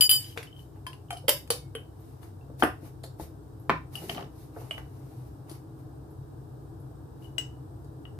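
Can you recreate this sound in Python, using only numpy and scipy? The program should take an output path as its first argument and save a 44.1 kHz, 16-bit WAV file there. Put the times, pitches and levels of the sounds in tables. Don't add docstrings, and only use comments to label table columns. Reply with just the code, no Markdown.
import sys
import numpy as np
from scipy import signal
from scipy.fft import rfft, irfft, next_fast_len
from scipy.io import wavfile
from scipy.ndimage import uniform_filter1d

SR = 44100
rng = np.random.default_rng(int(sys.argv[2]) if len(sys.argv) > 2 else 0)


def transcribe(signal):
    frames = np.atleast_2d(signal).T
    limited = np.clip(frames, -1, 1)
    pcm = np.round(limited * 32767).astype(np.int16)
    wavfile.write(sys.argv[1], SR, pcm)


def attenuation_scalar(level_db):
    decades = np.asarray(level_db, float) / 20
    return 10 ** decades


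N = 361161

# (frequency [Hz], density [dB per Hz])
FAN_DRONE = [(22, -32.5), (40, -19.5), (54, -17), (64, 2), (80, -9.5), (100, 3), (113, -5.5), (130, 4.5),
             (200, -22.5), (326, -6.5), (370, -21), (415, -13.5), (550, -26), (750, -23.5), (1700, -40.5),
             (2100, -59.5)]
FAN_AIR = [(1060, -34.5), (1800, -11), (2390, -11), (3510, -8), (3770, -8), (4250, -8.5), (5390, -7),
           (5850, -11), (7630, -9.5), (8440, -8.5), (9420, -9.5), (14900, -8), (16000, -18.5)]
FAN_DB, AIR_DB = -44.5, -73.5
# (frequency [Hz], gain [dB])
FAN_SIDE = [(20, -24.0), (60, -23.5), (125, -15.0), (400, -3.5), (2200, 3.0), (20000, -2)]
# (time [s], level [dB])
FAN_SWELL = [
    (0.0, -51),
    (4.45, -48),
    (8.19, -47),
]
# (frequency [Hz], width [Hz], level [dB])
WHINE = [(8250, 90, -86), (8750, 70, -88), (3850, 80, -90)]

# (frequency [Hz], t60 [s])
ROOM_T60 = [(150, 0.2), (600, 0.2), (2000, 0.23), (6000, 0.253), (14000, 0.21)]
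# (frequency [Hz], gain [dB])
ROOM_SIDE = [(20, -27), (250, -7.0), (700, -4.0), (1500, 1.5), (20000, -1.5)]
ROOM_DB, CHINA_ROOM_DB, CUP_ROOM_DB = -5.5, -3, -3
PORT_LAG_S, RING_LAG = .00012, .3

# (loudest time [s], rise [s], fall [s], hiss level [dB], rumble level [dB])
STROKES = [(.25, 0.22, 0.13, -48, -65), (0.368, 0.012, 0.11, -55, -48), (0.6, 0.083, 0.085, -61, -73.5),
           (.765, 0.036, 0.041, -72, -56), (2.05, 0.16, 0.32, -67, -67),
           (2.232, 0.024, 0.085, -59.5, -54.5), (2.606, 0.023, 0.022, -43, -56),
           (2.865, 0.083, 0.054, -56.5, -53.5), (3.209, 0.026, 0.08, -48.5, -56.5),
           (3.945, 0.032, 0.12, -49.5, -49.5), (4.04, 0.1, 0.05, -48.5, -52),
           (4.12, 0.1, 0.064, -45.5, -58), (4.2, 0.11, 0.062, -60.5, -40.5), (4.41, 0.11, 0.12, -59, -87),
           (4.6, 0.085, 0.17, -56, -52), (4.73, 0.068, 0.089, -59, -59), (4.782, 0.013, 0.029, -54, -41),
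           (5.2, 1, .25, -65.5, -66), (5.5, 0.04, 0.1, -57.5, -51), (5.555, .04, 0.034, -57.5, -62),
           (5.792, 0.042, .09, -68, -66.5), (7.238, 0.062, 0.092, -62, -69)]
STROKE_DEPTH_DB, STROKE_ROUND = 20.5, 1.45
# (frequency [Hz], density [dB per Hz])
HISS = [(1470, -11.5), (2500, -13), (2970, -17), (3740, -10.5), (5610, -13), (7650, -15.5), (9660, -9.5),
        (13200, -8.5), (14700, -17), (16000, -23)]
RUMBLE = [(300, -8.5), (750, 7.5), (1400, -3.0), (2400, -19.5), (3000, -12.0), (4000, -46.5)]

# (time [s], peak [dB], t60 [s], left minus right [dB])
PATS = [(.362, -40, 0.042, 2), (2.499, -40.5, 0.044, 6.5), (2.597, -42.5, 0.03, 2.5),
        (2.618, -41.5, .02, 1.5), (3.038, -38.5, 0.12, 2), (3.197, -29.5, 0.048, 3.5),
        (4.112, -35, 0.034, 5), (4.15, -42, 0.074, 3), (4.222, -35, 0.028, 4), (1.284, -23, 0.046, 2),
        (1.504, -29, 0.047, -1.5), (4.018, -38, 0.038, 3), (4.03, -41, 0.041, -5),
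        (4.563, -34.5, 0.064, 3.5), (4.615, -42, 0.038, -4)]
# (time [s], peak [dB], t60 [s], left minus right [dB])
RATTLE = [(4.097, -24, 0.024, 4), (4.779, -45.5, 0.014, 1), (.374, -28, 0.046, 0), (4.112, -49, .02, -1),
          (4.125, -36, .02, -3), (4.1473, -33.5, .02, 0), (4.163, -41, .02, 8), (4.1733, -37.5, .02, -1),
          (4.192, -42, 0.018, -0.5), (4.208, -39, 0.027, 1), (4.2262, -40, 0.021, -3),
          (4.243, -47, 0.019, 1.5), (7.381, -27, 0.056, 5)]
# (frequency [Hz], density [dB per Hz])
PAT_BODY = [(200, -17), (450, 5.5), (750, 2), (1100, -9.5), (1700, -16.5), (3000, -43)]
RATTLE_BODY = [(400, -7), (750, -0.5), (1500, -3.5), (2300, 3), (3100, 3), (4200, 0.5), (6500, -11),
               (10000, -15.5), (15000, -17)]
# (middle time [s], half length [s], level [dB])
SHELF_GROAN = (4.12, 0.16, -47.5)
# (frequency [Hz], density [dB per Hz])
SHELF_BODY = [(150, 0), (230, -9.5), (300, -6.5), (420, -4.5)]
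# (time [s], peak [dB], frequency [Hz], t60 [s], left minus right [dB])
STRAY_RINGS = [(0.244, -36, 3030, 0.083, 0.5), (.297, -45, 3100, 0.088, 2), (.325, -45.5, 3050, 0.09, 6),
               (.518, -58, 3010, 0.07, 7), (0.5273, -48, 3080, 0.075, 9), (0.5496, -59, 3050, 0.054, 2),
               (0.8675, -40, 3120, 0.11, -1.5), (.869, -43.5, 4970, 0.094, 4),
               (1.085, -56.5, 3000, 0.032, 0.5), (1.128, -48, 5090, .06, 1.5), (2.41, -62.5, 2690, .08, 6),
               (3.976, -34.5, 2900, .05, -1), (4.716, -38.5, 2990, 0.19, -4.5),
               (7.3815, -30.5, 7850, 0.077, 7.5)]

# (time [s], peak [dB], t60 [s], left minus right [dB])
CHATTER = [
    (2.633, -24.5, .03, 7.5),
    (2.641, -28.5, .03, 2),
    (2.595, -38.5, 0.049, 0.5),
    (2.606, -43, 0.058, -1.5),
    (.128, -27.5, .04, -1),
    (0.13, -27.5, .05, 2.5),
    (3.954, -38, .02, 4),
    (1.5035, -25, 0.038, -2),
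    (1.751, -42, .05, 2.5),
]
# (frequency [Hz], density [dB per Hz])
CHATTER_BODY = [(3000, -24), (4800, -11), (6500, -18.5), (8000, -6.5), (9600, -4), (11000, 1.5),
                (13000, -7.5), (14600, -5.5), (15600, -28)]

# (time [s], peak [dB], hollow note [Hz], crack above peak [dB], left minus right [dB])
KNOCKS = [(0.374, -30.5, 460, -20, 21), (0.8656, -28.5, 1010, -5.5, 8), (1.1052, -25.5, 780, -1.5, 2.5),
          (1.2821, -15.5, 529, -3, -11.5), (1.2914, -15.5, 577, -2, 4), (1.503, -17.5, 477, 8.5, 1),
          (1.7507, -28, 460, -6, -2), (3.038, -37, 546, 2, 4), (4.0942, -28.5, 705, -7.5, 11.5),
          (4.7092, -32, 618, -11, -18)]
# (time [s], peak [dB], frequency [Hz], left minus right [dB])
BUMPS = [(1.1274, -26.5, 738, 10), (1.2404, -35, 520, -10), (2.4982, -36, 280, 4), (2.8294, -33, 315, 6),
         (3.1981, -30, 322, 7), (4.0394, -33, 368, 2), (4.1784, -25, 733, 8), (4.565, -36, 437, -20),
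         (4.6144, -49, 503, 3), (5.5124, -34.5, 328, 11)]
# (time [s], clack peak [dB], crack peak [dB], left minus right [dB])
TICKS = [(0.4283, -35.5, -34.5, 0), (0.93, -47, -45.5, 13), (1.1265, -41, -33, 5.5), (1.17, -61, -37, 6),
         (1.475, -48, -41.5, 3.5), (2.23, -51.5, -47.5, 15), (3.197, -69, -42.5, 1.5), (3.954, -36, -33, 5),
         (4.1795, -34, -59.5, 10), (4.7792, -32, -48, 3), (5.495, -54, -36, 5.5),
         (5.513, -59.5, -38.5, 8.5), (7.3808, -37, -51, 11.5), (7.845, -68, -51, 4),
         (8.0532, -41.5, -65, 4.5)]
# (multiple of the note [ratio], level [dB], t60 [s])
WOOD = [(1, 8.5, 0.083), (1.64, -2.5, 0.07), (2.2, -23, 0.021), (.7, -9.5, 0.082)]
# (frequency [Hz], density [dB per Hz])
CLACK = [(600, -31), (1100, -5), (2000, -4.5), (3300, -5), (5000, -49)]
CRACK = [(2200, -22.5), (3200, -8.5), (4600, -1.5), (6300, -12), (8200, -5), (10800, -0.5), (12500, -9.5),
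         (14600, -10.5), (15600, -25.5)]
# hits (time [s], peak [dB], left minus right [dB]); colour (frequency [Hz], density [dB per Hz]); t60 [s]
DOOR_PULL = [(2.6235, -6.5, 5), (2.63, -12.5, 1), (2.635, -9.5, 0)], [(88, -43), (150, -25), (315, 2),
             (555, -6), (716, 3.5), (1050, -9), (1500, -7.5), (2100, -17), (3040, -21), (3920, -33.5),
             (6000, -45), (8900, -61), (11300, -52), (14500, -55), (16000, -43.5)], 0.02
DOOR_BANG = [(3.6955, -9, 1.1), (3.7012, -10, 1.83), (3.719, -25.5, 2.9)], [(88, -33), (150, -25),
             (297, -3), (624, -9), (821, -1.5), (1500, -4.5), (1750, -3.5), (2200, -11), (3200, -20.5),
             (4320, -27), (4950, -34), (12200, -42), (15100, -51), (16000, -86.5)], 0.02
LID_ON = [(1.282, -12.5, -1.1), (1.2915, -7.5, 0.5)], [(530, -21.5), (900, -17.5), (1660, -12.5),
          (1790, -17), (2120, -4.5), (2390, -21), (3070, -1.5), (3860, -17.5), (4680, -10.5), (6720, -18),
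          (11300, -7.5), (14700, -6), (16000, -26)], 0.044
LID_SNAP = [(1.503, -15, -2.5)], [(530, -34), (900, -29), (1640, -21), (1830, -3), (2630, -14), (3070, 8),
            (3380, -4), (5220, -32), (8000, -8), (11300, -1), (14700, -13.5), (16000, -46)], 0.024
SPOON_TAP = [(7.3816, -22.5, 6.4)], [(530, -29), (900, -35), (1700, -8), (2960, -11), (4300, -17),
             (6410, -21), (7770, 0), (8760, -39.5), (9530, -19), (14900, -36), (16000, -54)], 0.021
SHELF_TAP = [(3.0345, -40, 0.0013)], [(1470, -45), (2500, -13), (4440, 5.5), (6110, -37.5), (6600, -7),
             (10900, -5), (14700, -17), (16000, -34)], 0.12
# (time [s], peak [dB], frequency [Hz])
THUMPS = [
    (2.631, -30, 84.6),
    (3.215, -34, 77),
    (3.7, -32, 157.5),
]
# (time [s], peak [dB], frequency [Hz])
PANEL = [
    (2.623, -14, 301.3),
    (3.7, -16.5, 301),
]
# (time [s], peak [dB], frequency [Hz])
SQUEAKS = [(1.9986, -64, 12650), (3.597, -61.5, 11740), (6.104, -66, 11400), (6.7977, -62, 11560)]

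# (time [s], peak [dB], left minus right [dB])
LID_HITS = [
    (1.28, -12, -0.58),
    (1.2912, -1, 0.39),
    (1.504, -5.5, -1.4),
]
JAR_HITS = [
    (4.708, -32.5, -0.42),
    (7.3818, -13.5, 0.79),
]
# (frequency [Hz], level [dB], t60 [s])
LID_MODES = [(3080, 2, 0.1), (4750, -4, 0.058), (8273, -5.5, 0.12), (11200, 0.5, 0.14), (14644, -17, .08)]
JAR_MODES = [(5400, -20, 0.021), (7870, -5, 0.093), (9400, -10, 0.11), (11300, -11, 0.1), (15100, -8, .08)]
# (time [s], peak [dB], frequency [Hz], t60 [s], left minus right [dB])
BEATING_RINGS = [(0.4724, -46, 3020, 0.15, 1), (0.5638, -52, 3100, 0.3, 14), (0.5923, -47.5, 3020, 0.1, 10),
                 (0.931, -42.5, 2860, 0.05, 9), (1.105, -35.5, 3080, 0.23, 2.5), (1.1689, -42, 2985, 0.13, 2),
                 (1.7544, -35, 3092, 0.18, 4.5), (2.627, -27.5, 3070, 0.045, 19),
                 (3.954, -29, 2914, 0.044, 10.5), (4.0965, -23, 3060, 0.018, 2), (4.149, -42, 3040, 0.074, 2),
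                 (4.172, -37.5, 2960, 0.045, -6), (4.2273, -45, 2960, 0.05, 3), (4.7094, -23, 2937, 0.088, -5),
                 (7.223, -58.5, 2890, 0.19, 12.5), (7.244, -54.5, 2944, 0.21, 18.5),
                 (8.0528, -41, 2907, 0.11, 9.5)]
# (level [dB], t60 [s])
JAR_NOTE = (7.3812, -21, 9), [(3.5, 0.064), (-10, .22)]
JAR_NOTE_HZ = [2891, 2955]

# (time [s], peak [dB], left minus right [dB], long rim modes [dB])
CLINK_A = [
    (0.0085, -4.5, 5, -0.5),
    (0.0222, -10, 6, -20),
]
CLINK_B = [
    (0.0935, -7.5, 4.0, -7.5),
    (0.112, -6.5, 2, 4),
]
CUP_HZ = [3035, 2990, 4840, 7207, 8215, 9600, 10668, 10736, 10800, 10874, 11200, 11610, 12685, 14210, 14808]
# (level [dB], t60 [s])
CUP_A = [(-2.5, .11), (-8, .2), (0, 0.55), (-8.5, .6), (-17.5, .2), (-8, .2), (-10, .14), (-5.5, .15),
         (-9, .15), (-9, .14), (-10.5, .14), (-19, 0.16), (-14, .2), (-9, .12), (-13, .15)]
CUP_B = [(-6, .27), (-7, .22), (-1, .6), (-8.5, .2), (-14, .3), (-8, .4), (-9.5, .2), (-6, 0.14), (-10, .2),
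         (-11.5, 0.2035), (-13.5, .22), (-20.5, 0.25), (-10, .27), (-8, 0.2), (-6, .25)]
# (time [s], t60 from then on [s])
GRIPS = [
    (.074, .03),
    (.172, 0.13),
]
# (frequency [Hz], density [dB per Hz])
SHIMMER = [(500, -37), (1000, -21.5), (2400, -20.5), (3100, -6.5), (4000, -18), (5000, -18), (5600, -41),
           (6500, -39.5), (7100, -26.5), (8000, -16), (9000, -17), (11000, -5.5), (13200, -10), (14600, 0),
           (15500, -20)]
RIM_FROM_HZ, CLEAN_TOP_HZ = 4000, 7900
# (clink time [s], lead [s], gain [dB])
DUCK = (.0925, .014, -14)


def unit(x):
    return x / np.sqrt(np.mean(x ** 2))


def colour(x, points):
    n = 2 * next_fast_len(len(x) // 2 + 1, True)
    hz, db = np.transpose(points)
    f = np.arange(n // 2 + 1) * SR / n + 1
    gain = attenuation_scalar(np.interp(np.log(f), np.log(hz), db, left=-70, right=-70))
    cepstrum = irfft(np.log(gain), n)
    cepstrum[1:n // 2] *= 2
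    cepstrum[n // 2 + 1:] = 0
    return irfft(rfft(x, n) * np.exp(rfft(cepstrum)), n)[:len(x)]


def band_noise(points, length=N):
    return colour(rng.standard_normal(length), points)


def fade(t, t60):
    return np.exp(-np.log(1000) * t / t60)


def ring(modes, scatter_db, rough=0., spread=.02, contact_s=0.0006, length=0.29):
    hz, db, t60 = (c[:, None] for c in np.transpose(modes))
    t = np.arange(int(min(length, 2 * np.max(t60)) * SR)) / SR
    luck = rng.standard_normal((7, len(modes), 1))
    tone = np.sin(2 * np.pi * hz * t)
    for k in range(1, 4):
        tone += rough * np.sin(2 * np.pi * hz * (1 + spread * luck[k]) * t + luck[k + 3])
    x = np.sum(attenuation_scalar(db + scatter_db * luck[0]) * fade(t, t60) * tone, axis=0)
    x *= np.clip(t / contact_s, 0, 1)
    return x / np.max(np.abs(x))


def burst(points, t60):
    t = np.arange(8192) / SR
    puff = rng.standard_normal(len(t)) * fade(t, t60) * np.clip(t / 0.00033, 0, 1)
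    x = colour(puff, points)
    return x / np.max(np.abs(x))


def add(out, s, x, db, pan_db, lag=0.91):
    for channel, side in enumerate((1, -1)):
        late = side * np.tanh(pan_db / 4.5) * lag * PORT_LAG_S
        i = max(int((s + late) * SR), 0)
        part = x[:N - i]
        out[channel, i:i + len(part)] += part * attenuation_scalar(db + side * pan_db / 2)


def add_bursts(out, hits, points):
    for s, db, t60, pan_db in hits:
        add(out, s, burst(points, t60), db, pan_db)


def walk(rate):
    k = int(SR / rate)
    held = np.repeat(rng.standard_normal(N // k + 1), k)
    return 0.33 * uniform_filter1d(uniform_filter1d(held, k), k)[:N]


def fan():
    s, db = np.transpose(FAN_SWELL)
    swell = np.interp(np.arange(N) / SR, s, db - np.mean(db))
    mid = band_noise(FAN_DRONE)
    side = colour(band_noise(FAN_DRONE), FAN_SIDE)
    drone = (mid + side * np.array([[1], [-1]])) / np.std(mid)
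    drone = drone * attenuation_scalar(FAN_DB + 0.93 * swell + np.array([[.8], [-.8]]))
    air = np.array([unit(band_noise(FAN_AIR)) for _ in range(2)]) * attenuation_scalar(AIR_DB + 3.0)
    whine = 0
    for hz, width, level_db in WHINE:
        whine = whine + unit(band_noise([(hz - width, -30), (hz, 0), (hz + width, -30)])) * attenuation_scalar(level_db)
    return drone + air + whine


def even(tail):
    f = rfft(tail)
    power = np.abs(f) ** 2
    level = uniform_filter1d(power, size=700) / uniform_filter1d(power, size=50)
    return irfft(f * np.sqrt(level), len(tail)) * (np.arange(len(tail)) < .4 * SR)


def echo_tail():
    t = np.arange(int(.5 * SR)) / SR
    hz = [10] + [f for f, _ in ROOM_T60] + [22000]
    tail = 0
    for k, (f, t60) in enumerate(ROOM_T60):
        tail = tail + band_noise([(hz[k], -15), (f, 0), (hz[k + 2], -15)], len(t)) * fade(t, t60)
    return even(tail * np.clip(t / .006, 0, 1))


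def room():
    mid = echo_tail()
    side = colour(echo_tail(), ROOM_SIDE)
    return np.array([mid + side, mid - side]) / np.sqrt(np.sum(mid ** 2)) * attenuation_scalar(ROOM_DB)


def scrapes():
    t, hiss, rub = np.arange(N) / SR, 0, 0
    for s, rise, fall, hiss_db, rumble_db in STROKES:
        away = np.maximum((s - t) / rise, (t - s) / fall)
        stroke = attenuation_scalar(-STROKE_DEPTH_DB * away ** STROKE_ROUND)
        hiss = np.hypot(hiss, stroke * attenuation_scalar(hiss_db))
        rub = np.hypot(rub, stroke * attenuation_scalar(rumble_db))
    out = []
    for pan_db in (.8, -.8):
        slips = rng.standard_normal(N) * attenuation_scalar(4.6 * walk(90) + 2.49 * walk(400))
        bright = unit(colour(slips, HISS)) * hiss
        rough = unit(colour(slips, RUMBLE)) * rub
        out.append(attenuation_scalar(pan_db - 2.0) * (bright + rough))
    return np.array(out)


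def touches():
    out = np.zeros((2, N))
    for s, db, hz, t60, pan_db in STRAY_RINGS:
        add(out, s, ring([(hz, 0, t60)], 0, .6, 0.031, 0.0013), db - 1.0, pan_db, RING_LAG)
    add_bursts(out, PATS, PAT_BODY)
    add_bursts(out, RATTLE, RATTLE_BODY)
    s, half, db = SHELF_GROAN
    shake = unit(band_noise(SHELF_BODY))
    return out + shake * attenuation_scalar(db) * np.exp(-((np.arange(N) / SR - s) / half) ** 4)


def chatter():
    out = np.zeros((2, N))
    add_bursts(out, CHATTER, CHATTER_BODY)
    return out


def knocks():
    out = np.zeros((2, N))
    for s, db, hz, pan_db in BUMPS + [(s, db, hz, p) for s, db, hz, _, p in KNOCKS]:
        body = [(k * hz, g, t60) for k, g, t60 in WOOD]
        add(out, s, ring(body, 2.4, 0.48, 0.05, 0.0015, .1), db - 3.5, 0.41 * pan_db)
    for s, db, crack_db, pan_db in TICKS + [(s, db - 0.5, db + c, p) for s, db, _, c, p in KNOCKS]:
        add(out, s, burst(CLACK, 0.019), db - 0.5, pan_db)
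        add(out, s, burst(CRACK, 0.075), crack_db - 4.0, pan_db)
    for hits, points, t60 in (DOOR_PULL, DOOR_BANG, LID_ON, LID_SNAP, SPOON_TAP, SHELF_TAP):
        for s, db, pan_db in hits:
            add(out, s, burst(points, t60), db + 0.5, pan_db)
    for s, db, hz in THUMPS:
        push = [(hz, 0, .3), (2.1 * hz, -6, .15)]
        add(out, s, ring(push, 0, contact_s=0.0053), db + 0.5, 1.5)
    for s, db, hz in PANEL:
        panel = [(hz, 0, .08), (1.237 * hz, -4, .06)]
        add(out, s, ring(panel, 0, 0.34, 0.18, 0.0055), db - 4.5, 1.5)
    for s, db, hz in SQUEAKS:
        add(out, s, burst([(0.85 * hz, -20), (hz, 0), (1.1 * hz, -20)], 0.13), db + 3.5, 0)
    return out


def china():
    out = np.zeros((2, N))
    for hits, modes, trim_db in ((LID_HITS, LID_MODES, -12), (JAR_HITS, JAR_MODES, -16)):
        for s, db, pan_db in hits:
            add(out, s, ring(modes, 4.4, 1.0, 0.0066), db + trim_db, pan_db)
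    for s, db, hz, t60, pan_db in BEATING_RINGS:
        pair = [(hz, 0, t60), (hz + 62, -4, 0.43 * t60)]
        add(out, s, ring(pair, 2.0, .7, 0.015, 0.00098), db, pan_db, RING_LAG)
    return out


def jar_note():
    out = np.zeros((2, N))
    (s, db, pan_db), drive = JAR_NOTE
    modes = [(hz, g, t60) for hz, (g, t60) in zip(JAR_NOTE_HZ, drive)]
    add(out, s, ring(modes, 0, contact_s=.0008), db, pan_db, RING_LAG)
    return out


def cup():
    out, t = np.zeros((2, N)), np.arange(N) / SR
    for hits, drive, (grip_s, held_t60) in zip((CLINK_A, CLINK_B), (CUP_A, CUP_B), GRIPS):
        modes = [(hz, g, t60) for hz, (g, t60) in zip(CUP_HZ, drive)]
        high = [m for m in modes if m[0] > CLEAN_TOP_HZ]
        for s, db, pan_db, rim_db in hits:
            low = [(hz, g + rim_db * (hz > RIM_FROM_HZ), t60) for hz, g, t60 in modes if hz < CLEAN_TOP_HZ]
            add(out, s, ring(low, .4, 0.12, 0.006, length=.4), db - 5.0, pan_db + 2, RING_LAG)
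            add(out, s, ring(high, 0.7, 0.4, .004, length=.4), db - 2.5, pan_db - 3.0, RING_LAG)
            add(out, s, burst(SHIMMER, 0.17), db - 8, pan_db - 3.5)
        out *= fade(np.maximum(t - grip_s, 0), held_t60)
    return out


def scene():
    floor, tails = fan(), room()
    near = scrapes() + touches() + chatter() + knocks()
    glazed = china() + jar_note()
    close = cup()
    sent = near + attenuation_scalar(CUP_ROOM_DB) * close + attenuation_scalar(CHINA_ROOM_DB) * glazed
    echoes = signal.fftconvolve(sent.mean(axis=0)[None], tails, axes=1)[:, :N]
    heard = near + close + glazed + echoes
    s, lead, db = DUCK
    ahead = s - np.arange(N) / SR
    return heard * attenuation_scalar(db * np.exp(-(ahead / lead) ** 2) * (ahead > 0)) + floor


def low_pass(x):
    return signal.sosfilt(signal.butter(12, 15900, fs=SR, output="sos"), x)


def record(dry):
    rounded = np.tanh(.7 * dry) / 0.69
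    top = signal.ellip(6, .3, 25, 15400, fs=SR, output="sos")
    mix = signal.sosfilt(top, rounded)
    return low_pass(mix)


dry = scene()
out = record(dry)
transcribe(out)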